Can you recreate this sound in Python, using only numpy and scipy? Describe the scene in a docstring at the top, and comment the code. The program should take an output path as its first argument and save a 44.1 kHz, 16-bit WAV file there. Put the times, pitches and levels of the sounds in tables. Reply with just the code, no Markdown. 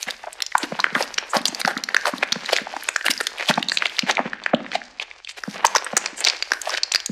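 """A kitten chews raw meat with wet pops, each a small break that makes its mouth ring. Saliva ticks, bites
squeeze out crackling juice and the meat squelches in between; now and then a short, narrow hiss sounds high in
the treble. The jaw thuds through a glass dish and the table under it. The microphone is close, so the loudest
clicks overload it. Behind all this are the short echo and faint rumble of a quiet room."""
import sys
import numpy as np
from scipy import signal
from scipy.fft import next_fast_len
from scipy.io import wavfile
from scipy.ndimage import uniform_filter1d

SR = 44100
rng = np.random.default_rng(int(sys.argv[2]) if len(sys.argv) > 2 else 0)


def dump(signal):
    """Clip the signal to [-1, 1] and save it as 16-bit WAV at the path in sys.argv[1]."""
    limited = np.clip(np.atleast_2d(signal).T, -1, 1)
    pcm = np.round(limited * 32767).astype(np.int16)
    wavfile.write(sys.argv[1], SR, pcm)


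N = 313551


def undb(db):
    """Turns decibels into a number to multiply by."""
    return 10 ** (np.asarray(db) / 20)


def level(x, db):
    """Sets a sound's average (RMS) level."""
    return x * undb(db) / np.sqrt(np.mean(x ** 2))


def band(x, hz, width_hz):
    """Lets a sound ring around one pitch and turns the rest down."""
    return signal.lfilter(*signal.iirpeak(min(hz, .45 * SR), hz / width_hz, fs=SR), x)


def waver(per_s):
    """A curve that glides to a new random value per_s times a second."""
    step = int(SR / per_s)
    return uniform_filter1d(np.repeat(rng.standard_normal(N // step + 1), step), step)[:N]


def add(out, peak_s, sound, peak_db):
    """Mixes a sound in so that its peak has the given time and level."""
    start = max(int(peak_s * SR) - np.abs(sound).argmax(), 0)
    sound = sound[:N - start]
    out[start:start + len(sound)] += sound * undb(peak_db) / np.abs(sound).max()


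def sharp_break(spread_ms, snap):
    """One sharp break, with a spatter of smaller ones just before and after it."""
    t = (np.arange(1024) - 400) / SR / max(spread_ms / 1000, 1e-4)
    spatter = rng.standard_normal(1024) * np.exp(-np.where(t < 0, -0.75 * t, t) ** 2)
    spatter[400] += snap * np.sign(spatter[400])
    return spatter


def grains(samples, per_s, spread_db, hiss):
    """Scattered tiny breaks of unequal size over a wet hiss."""
    hit = rng.random(samples) < per_s / SR
    size_db = spread_db * np.minimum(rng.exponential(size=samples), 4)
    return hit * rng.choice([-1, 1], samples) * undb(size_db) + hiss * rng.standard_normal(samples)


def rumble():
    """A faint, deep rumble comes and goes."""
    flutter = undb(0.98 * waver(53))
    deep_noise = band(band(rng.standard_normal(N), 26, 19.5), 60, 90)
    return level(flutter * deep_noise, db=-67)


# The bands of the room's echo: pitch_hz, width_hz, fade_s (time to fall 60 dB), level_db
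ECHO_BANDS = [(230, 250, 0.75, -8.5), (647, 800, 0.26, -14.5), (1730, 1350, 0.61, -13),
              (4900, 7900, 0.49, -16.5), (8050, 8100, 0.016, -6.5)]
def room_echo(x):
    """Dish, table and walls answer with fading noise in which the bass lasts longest."""
    t = np.arange(SR // 2) / SR
    tail = 0
    for pitch_hz, width_hz, fade_s, level_db in ECHO_BANDS:
        fade = undb(-60 * t / fade_s) * (1 - np.exp(-t / 0.0032))
        noise = band(band(rng.standard_normal(len(t)), pitch_hz, width_hz), pitch_hz, 2.17 * width_hz)
        tail = tail + undb(level_db) * noise * fade / np.sqrt(np.sum(fade ** 2))
    echo = signal.fftconvolve(x, tail)[:N]
    # the echo's phase drifts at random, so no pitch rings on
    phase_drift = np.exp(2.5j * waver(25))
    return np.real(signal.hilbert(echo, next_fast_len(N))[:N] * phase_drift)


# Short, high hisses (the one at 6.19 s is a wet lick): middle_s, length_ms, level_db
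HIGH_HISSES = [(0.6, 67, -44), (1.31, 28, -37.5), (1.48, 18, -28.5), (3.235, 10, -36), (3.738, 51, -36.5),
               (5.305, 36, -46), (6.191, 46, -35)]
def high_hisses(pitch_hz=7420, width_hz=2200):
    """A narrow, grainy hiss comes and goes high in the treble."""
    t = np.arange(N) / SR
    swells = sum(undb(level_db) * np.exp(-((t - middle_s) / (length_ms / 2000)) ** 4)
                 for middle_s, length_ms, level_db in HIGH_HISSES)
    hiss = grains(N, per_s=3000, spread_db=2, hiss=.4)
    return swells * level(band(band(hiss, pitch_hz, width_hz), pitch_hz, width_hz), 0)


def sizzle(x, pitch_hz=8800, width_hz=6500):
    """The finest wet films burst with a very high fizz."""
    return band(band(x, pitch_hz, width_hz), pitch_hz, width_hz)


# How the highest treble of the sound drops out and returns: time_s, gain_db
TOP_TREBLE_LEVELS = [(0, 7.5), (.6, -1), (1.2, 1), (1.5, 5), (2.15, 2.5), (2.5, -7.5), (3.15, 6),
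                     (3.8, -13), (4.0, -1), (4.3, -32), (5.33, -23), (5.4, 4.5), (5.97, 2), (6.25, -30),
                     (6.6, 14), (6.75, -14), (7.11, 10.5)]
def top_treble_db(time_s):
    """How far the highest treble is turned up or down at this time."""
    return np.interp(time_s, *np.transpose(TOP_TREBLE_LEVELS))


# Where the hollow of the mouth and the lip opening ring: pitch_hz, width_hz, gain_db
MOUTH_RINGS = [(755, 810, 0.5), (1957, 1100, -2.5)]
LIP_RINGS = [(2540, 1160, 0.5), (4770, 1510, 3), (5560, 4500, -4.5)]
MOUTH_TOP_HZ, LIP_TOP_HZ = 3840, 7030
def muffled_ring(x, rings, top_hz):
    """Mouth or lips ring, and wet flesh muffles what lies above top_hz."""
    ringing = sum((-1) ** k * undb(gain_db) * band(x, pitch_hz, width_hz)
                  for k, (pitch_hz, width_hz, gain_db) in enumerate(rings))
    return signal.lfilter(*signal.butter(4, top_hz, fs=SR), ringing)


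def crackle(rings, top_hz):
    """Each tiny break sets off just one of the rings, so the clicks differ in pitch."""
    clicks = sum(muffled_ring(grains(N, per_s=110, spread_db=4.5, hiss=.075), [ring], top_hz)
                 for ring in rings)
    return level(clicks, 0)


# How loud the meat squelches: time_s, mouth_db, treble_db
SQUELCH_LEVELS = [(0.0, -43.5, -51.5), (0.42, -49.5, -49.5), (0.75, -41.5, -48), (1.62, -43, -46.5),
                  (1.802, -44, -49.5), (2.93, -42, -40.5), (3.15, -47, -45.5), (3.98, -46.5, -46.5),
                  (4.22, -37.5, -57), (5.269, -59.5, -58), (5.6, -38, -48), (5.92, -39, -45.5),
                  (7.11, -51.5, -59)]
def squelch():
    """Juice seeps through the meat as patchy crackle; a wider mouth lets more treble out."""
    t = np.arange(N) / SR
    time_s, mouth_db, treble_db = np.transpose(SQUELCH_LEVELS)
    mouth_gain, treble_gain = (undb(np.interp(t, time_s, db) + 3.5 * waver(45) + 4 * waver(14))
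                               for db in (mouth_db, treble_db))
    fizz = grains(N, per_s=400, spread_db=3, hiss=.25)
    mouth = crackle(MOUTH_RINGS, MOUTH_TOP_HZ)
    lips = crackle(LIP_RINGS, LIP_TOP_HZ)
    films = level(sizzle(fizz) * undb(1.7 * waver(3.8)), -16.5) * undb(top_treble_db(t))
    return mouth_gain * mouth + treble_gain * (lips + films)


# Blows of the jaw on dish and table: peak_s, peak_db
JAW_BLOWS = [(0.073, -33), (0.636, -17), (0.7237, -18.5), (0.9274, -26), (0.963, -18), (1.3656, -15),
             (1.408, -24), (1.49, -26.5), (1.5295, -23.5), (1.65, -18.5), (1.768, -21), (2.137, -18.5),
             (2.189, -30), (2.3233, -26.5), (2.363, -19.5), (2.616, -23.5), (2.768, -33), (3.0969, -22),
             (3.498, -12), (3.579, -15.5), (3.6031, -21), (4.0343, -17), (4.2014, -16.5), (4.2583, -20),
             (4.5413, -7), (5.482, -17.5), (5.9359, -23.5), (6.13, -32), (7.0982, -15)]
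def jaw_thuds(table_hz=243.5, pitch_scatter=.13):
    """A blow gives dish and table a low note that dies fast; its hard edge knocks higher up."""
    out, t = np.zeros(N), np.arange(4096) / SR
    for peak_s, peak_db in JAW_BLOWS:
        pitch_hz = table_hz * (1 + pitch_scatter * rng.standard_normal())
        body = np.sin(2 * np.pi * pitch_hz * t) * (t / 0.00065) ** 0.9 * np.exp(-t / 0.00267)
        edge = np.sin(2 * np.pi * 2.3 * pitch_hz * t) * np.exp(-t / 0.003)
        thud = np.convolve(body + undb(-3) * edge, sharp_break(spread_ms=1.5, snap=12))
        add(out, peak_s, thud, peak_db)
    return out


# Bites that squeeze out juice: middle_s, length_ms, mouth_db, pitch_hz, treble_db
JUICY_BITES = [(0.026, 31, -74, 1560, -34), (0.085, 26, -24, 1740, -47), (0.636, 29, -25.5, 1520, -29.5),
               (0.963, 19, -17.5, 1240, -45), (1.009, 64, -27, 644, -28), (1.359, 35, -17, 606, -25),
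               (1.602, 9.2, -26.5, 730, -20.5), (1.693, 54, -25.5, 1340, -38),
               (2.077, 32.3, -17.5, 610, -24.5), (2.232, 10.6, -18.5, 2150, -51),
               (2.494, 14, -21, 1890, -33), (2.531, 13, -17.5, 556, -14), (2.555, 100, -32.5, 1490, -31.5),
               (3.065, 20, -18.5, 1480, -22), (3.109, 13.3, -27, 1740, -17.5),
               (3.211, 4.8, -15.5, 1500, -20), (3.412, 50, -25, 1980, -54), (3.498, 25, -15, 690, -18.5),
               (3.824, 28, -25.5, 2060, -54), (3.857, 22, -21.5, 2080, -33), (4.1, 37, -18, 1730, -28.5),
               (4.194, 27.4, -17.5, 670, -58), (4.749, 31, -27.5, 1800, -28.5), (5.021, 18, -29, 2160, -28),
               (5.297, 28, -59, 2120, -31.5), (5.381, 20, -32, 1680, -35), (5.652, 5.5, -12, 810, -15),
               (5.763, 9.2, -13, 1460, -45), (5.973, 9.2, -16, 1400, -22), (6.271, 220, -31, 1750, -40),
               (6.272, 14.2, -17, 2070, -10), (6.678, 66, -33, 740, -32.5), (6.734, 48, -27, 1530, -28.5),
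               (6.777, 16, -29, 1950, -21.5)]
def bites():
    """A burst of sticky snaps swells and fades, ringing the mouth and the lip opening."""
    samples, half = 8192, 4096
    out, t = np.zeros(N + samples), (np.arange(samples) - half) / SR
    for middle_s, length_ms, mouth_db, pitch_hz, treble_db in JUICY_BITES:
        snaps, fibres, fizz = (grains(samples, per_s=600, spread_db=4, hiss=.11) for _ in range(3))
        ring = band(band(snaps, pitch_hz, .5 * pitch_hz), pitch_hz, pitch_hz)
        mouth = level(ring + undb(-5) * muffled_ring(snaps, MOUTH_RINGS, MOUTH_TOP_HZ), mouth_db)
        lips = level(muffled_ring(0.2 * snaps + fibres, LIP_RINGS, LIP_TOP_HZ), treble_db)
        films = level(sizzle(fizz), treble_db - 11 + top_treble_db(middle_s))
        swell = np.exp(-np.abs(t / (0.53 * length_ms / 1000)) ** 1.65)
        start = int(middle_s * SR)
        out[start:start + samples] += (mouth + lips + films) * swell
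    return out[half:N + half]


# Snaps of saliva and sinew: peak_s, peak_db, pitch_hz
SALIVA_TICKS = [(0.0296, -7.5, 5960), (0.1028, -19, 4730), (0.1082, -10.5, 4700), (0.3303, -19.5, 7850),
                (0.405, -17, 3030), (0.423, -2.5, 4500), (0.4655, -13.5, 5400), (0.5807, -7.5, 8100),
                (0.7923, -18, 3730), (0.8028, -8.5, 4300), (0.9517, -11.5, 3300), (1.0257, -6, 4940),
                (1.1425, -13.5, 5700), (1.18, -10, 5100), (1.1858, -6.5, 5640), (1.369, -3.5, 4870),
                (1.4163, -23, 3900), (1.4562, -1.5, 4900), (1.4651, -13, 4700), (1.4825, -8, 6100),
                (1.5484, -9, 5940), (1.615, -8.5, 4900), (1.65, -11, 4770), (1.6582, -13, 4800),
                (1.6773, -9.5, 4900), (1.777, -15.5, 4470), (1.8388, -8, 4460), (1.8904, -18, 4630),
                (1.9464, -6, 4230), (1.967, -8, 5860), (2.057, -9, 4300), (2.1824, -18.5, 3660),
                (2.3227, -4, 3600), (2.3266, 0.5, 4700), (2.461, -15, 3770), (2.533, -2.5, 4180),
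                (2.5652, -7, 4630), (2.574, -10, 3900), (2.836, -19, 10900), (2.889, -6.5, 7500),
                (2.9632, -5.5, 6200), (3.0651, -3.5, 2800), (3.084, -14, 3710), (3.1137, -5.5, 5360),
                (3.1378, -14, 5600), (3.178, -14, 5100), (3.2046, -17, 4060), (3.2696, -3.5, 4300),
                (3.384, -17.5, 2820), (3.4587, -20, 3210), (3.469, -24, 3250), (3.4886, -5.5, 3006),
                (3.5404, -11, 4170), (3.628, -7, 3210), (3.6871, -6, 3800), (3.697, -7, 4100),
                (3.7194, -10.5, 4530), (3.7728, -3.5, 3520), (3.7854, -13, 3800), (3.8568, -8.5, 3280),
                (3.8676, -12, 3400), (3.8976, -21, 3200), (3.968, -18, 3580), (3.9925, -1, 4560),
                (4.111, -6, 4050), (4.153, -17.5, 4100), (4.438, -20.5, 3940), (4.5478, -9.5, 2900),
                (4.7542, -13, 2880), (4.9996, -13.5, 2940), (5.0253, -16, 3470), (5.248, -20.5, 3440),
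                (5.437, -18, 5200), (5.661, -8, 6100), (5.6676, -4.5, 6400), (5.7518, -8, 4900),
                (5.7613, -0.5, 5700), (5.7683, -5.5, 5340), (5.783, -12, 4860), (5.846, -14.5, 7800),
                (5.9688, 2.5, 6670), (5.9762, 0.5, 7300), (6.0603, -8.5, 4650), (6.0742, -20, 4440),
                (6.206, -9, 8170), (6.2427, -6, 4430), (6.2498, 2, 4660), (6.286, -1, 4770),
                (6.2997, -2, 4560), (6.4253, -5, 4360), (6.5195, -8.5, 5400), (6.5352, -11.5, 4260),
                (6.6174, -9.5, 7200), (6.695, -12, 5140), (6.7046, -11.5, 5600), (6.7414, -10, 4380),
                (6.775, -15, 4170), (6.8343, 0.5, 4790), (6.9214, -4, 6350), (6.939, -14, 4100),
                (6.9485, -0.5, 4480), (6.959, -2.5, 4480), (7.003, -14.5, 5020), (7.0614, -6, 6530)]
def saliva_ticks():
    """Tiny films and fibres part: a brief high ring, the tone of the lips and a trace of sizzle."""
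    out = np.zeros(N)
    for peak_s, peak_db, hz in SALIVA_TICKS:
        click = sharp_break(spread_ms=.85, snap=5)
        ring = band(band(band(click, hz, 0.31 * hz), hz, 0.55 * hz), hz, hz)
        lips = undb(-14.5) * muffled_ring(click, LIP_RINGS, LIP_TOP_HZ)
        films = undb(-24 + top_treble_db(peak_s)) * sizzle(click)
        add(out, peak_s, ring + lips + films, peak_db)
    return out


# Wet pops inside the mouth: peak_s, peak_db, pitch_hz
MOUTH_POPS = [(0.0868, -14, 1660), (0.2413, -21.5, 805), (0.273, -18, 650), (0.2835, -22.5, 740),
              (0.4045, -17, 2010), (0.422, -17, 2310), (0.5227, -18, 2030), (0.5535, 1.5, 993),
              (0.7239, -15.5, 696), (0.7923, -11.5, 880), (0.7992, -10, 945), (0.843, 3, 1745),
              (0.8675, -12, 1490), (0.9524, -4.5, 1500), (1.0073, -8, 590), (1.183, -3.5, 1930),
              (1.3354, -8.5, 1040), (1.3531, -8, 720), (1.6158, -14, 2210), (1.651, -3, 1730),
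              (1.6782, -3.5, 676), (1.769, -12, 1280), (1.8891, -8.5, 1800), (1.9459, -1.5, 1420),
              (1.9666, 1, 1620), (2.0563, -4.5, 1280), (2.1377, -15.5, 970), (2.2287, -3, 1890),
              (2.3257, -11.5, 1810), (2.3586, -17.5, 1060), (2.461, -24, 1700), (2.491, -10.5, 1660),
              (2.565, -9, 2060), (2.586, -6.5, 1830), (2.671, -16.5, 827), (2.7398, -17.5, 786),
              (2.7663, -13.5, 775), (2.826, -19.5, 1760), (2.8883, -5, 1830), (2.9623, -3, 1660),
              (3.012, -16, 1710), (3.046, -15, 1500), (3.0836, -3, 1540), (3.2044, -11.5, 1630),
              (3.2705, -14, 1710), (3.5117, -7, 1620), (3.5768, -7.5, 710), (3.6278, -16, 1950),
              (3.7197, -6.5, 1910), (3.7727, -7, 2450), (3.8234, -5, 1830), (3.8575, -4, 2200),
              (3.986, -10.5, 2430), (3.9922, -6, 2080), (4.0241, -15, 2550), (4.0665, -18, 1840),
              (4.0993, -12, 844), (4.171, -6, 2200), (4.2594, -19, 457), (4.3337, -10.5, 1780),
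              (4.463, -2.5, 1780), (4.5405, -5.5, 575.3), (4.6647, -17.5, 1870), (4.7175, -14, 2300),
              (4.7321, -15, 2100), (4.755, -8, 710), (4.8177, -19.5, 1680), (4.9989, -10, 2600),
              (5.113, -20.5, 2450), (5.274, -20, 2600), (5.438, -12, 1560), (5.6485, 1, 866),
              (5.7521, -4, 1030), (5.7603, -4, 1500), (5.767, -11, 1330), (5.8651, -15, 1280),
              (5.933, -13.5, 611), (5.9688, -7, 1932), (6.061, -11, 2580), (6.3002, -15, 2370),
              (6.4247, -8.5, 2080), (6.5194, -3, 1530), (6.5357, -12.5, 1790), (6.6739, -12.5, 623),
              (6.6961, -18, 1010), (6.749, -10.5, 1770), (6.783, -15, 1800), (6.9186, -10, 2616),
              (6.9397, -11, 2620), (6.949, -9.5, 1710), (6.959, -6.5, 2230), (7.002, -17, 2610)]
def mouth_pops():
    """Each break briefly rings the hollow of the mouth at its own pitch, with a little crack."""
    out = np.zeros(N)
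    for peak_s, peak_db, hz in MOUTH_POPS:
        click = sharp_break(spread_ms=1800 / hz, snap=4.5)
        ring = band(band(band(click, hz, .25 * hz), hz, hz), hz, 1.5 * hz)
        crack = undb(-16) * muffled_ring(click, MOUTH_RINGS, MOUTH_TOP_HZ)
        add(out, peak_s, ring + crack, peak_db)
    return out


def scene():
    """Mixes the chewing, its echo and the rumble into one channel."""
    wet = mouth_pops() + saliva_ticks() + bites() + squelch() + high_hisses()
    chewing = signal.sosfilt(signal.butter(4, 330, "high", fs=SR, output="sos"), wet) + jaw_thuds()
    # the microphone drops the bass below the table's note
    bass_cut = signal.butter(7, 150, "high", fs=SR, output="sos")
    heard = signal.sosfilt(bass_cut, chewing + room_echo(chewing))
    return (heard + rumble())[None]


def record(dry):
    """The loudest clicks overload and are flattened; then the highest treble is cut."""
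    top_hz = 15300
    treble_cut = signal.ellip(10, .2, 95, top_hz, fs=SR, output="sos")
    return signal.sosfilt(treble_cut, np.clip(dry, -1, 1))


dry = scene()
out = record(dry)
dump(out)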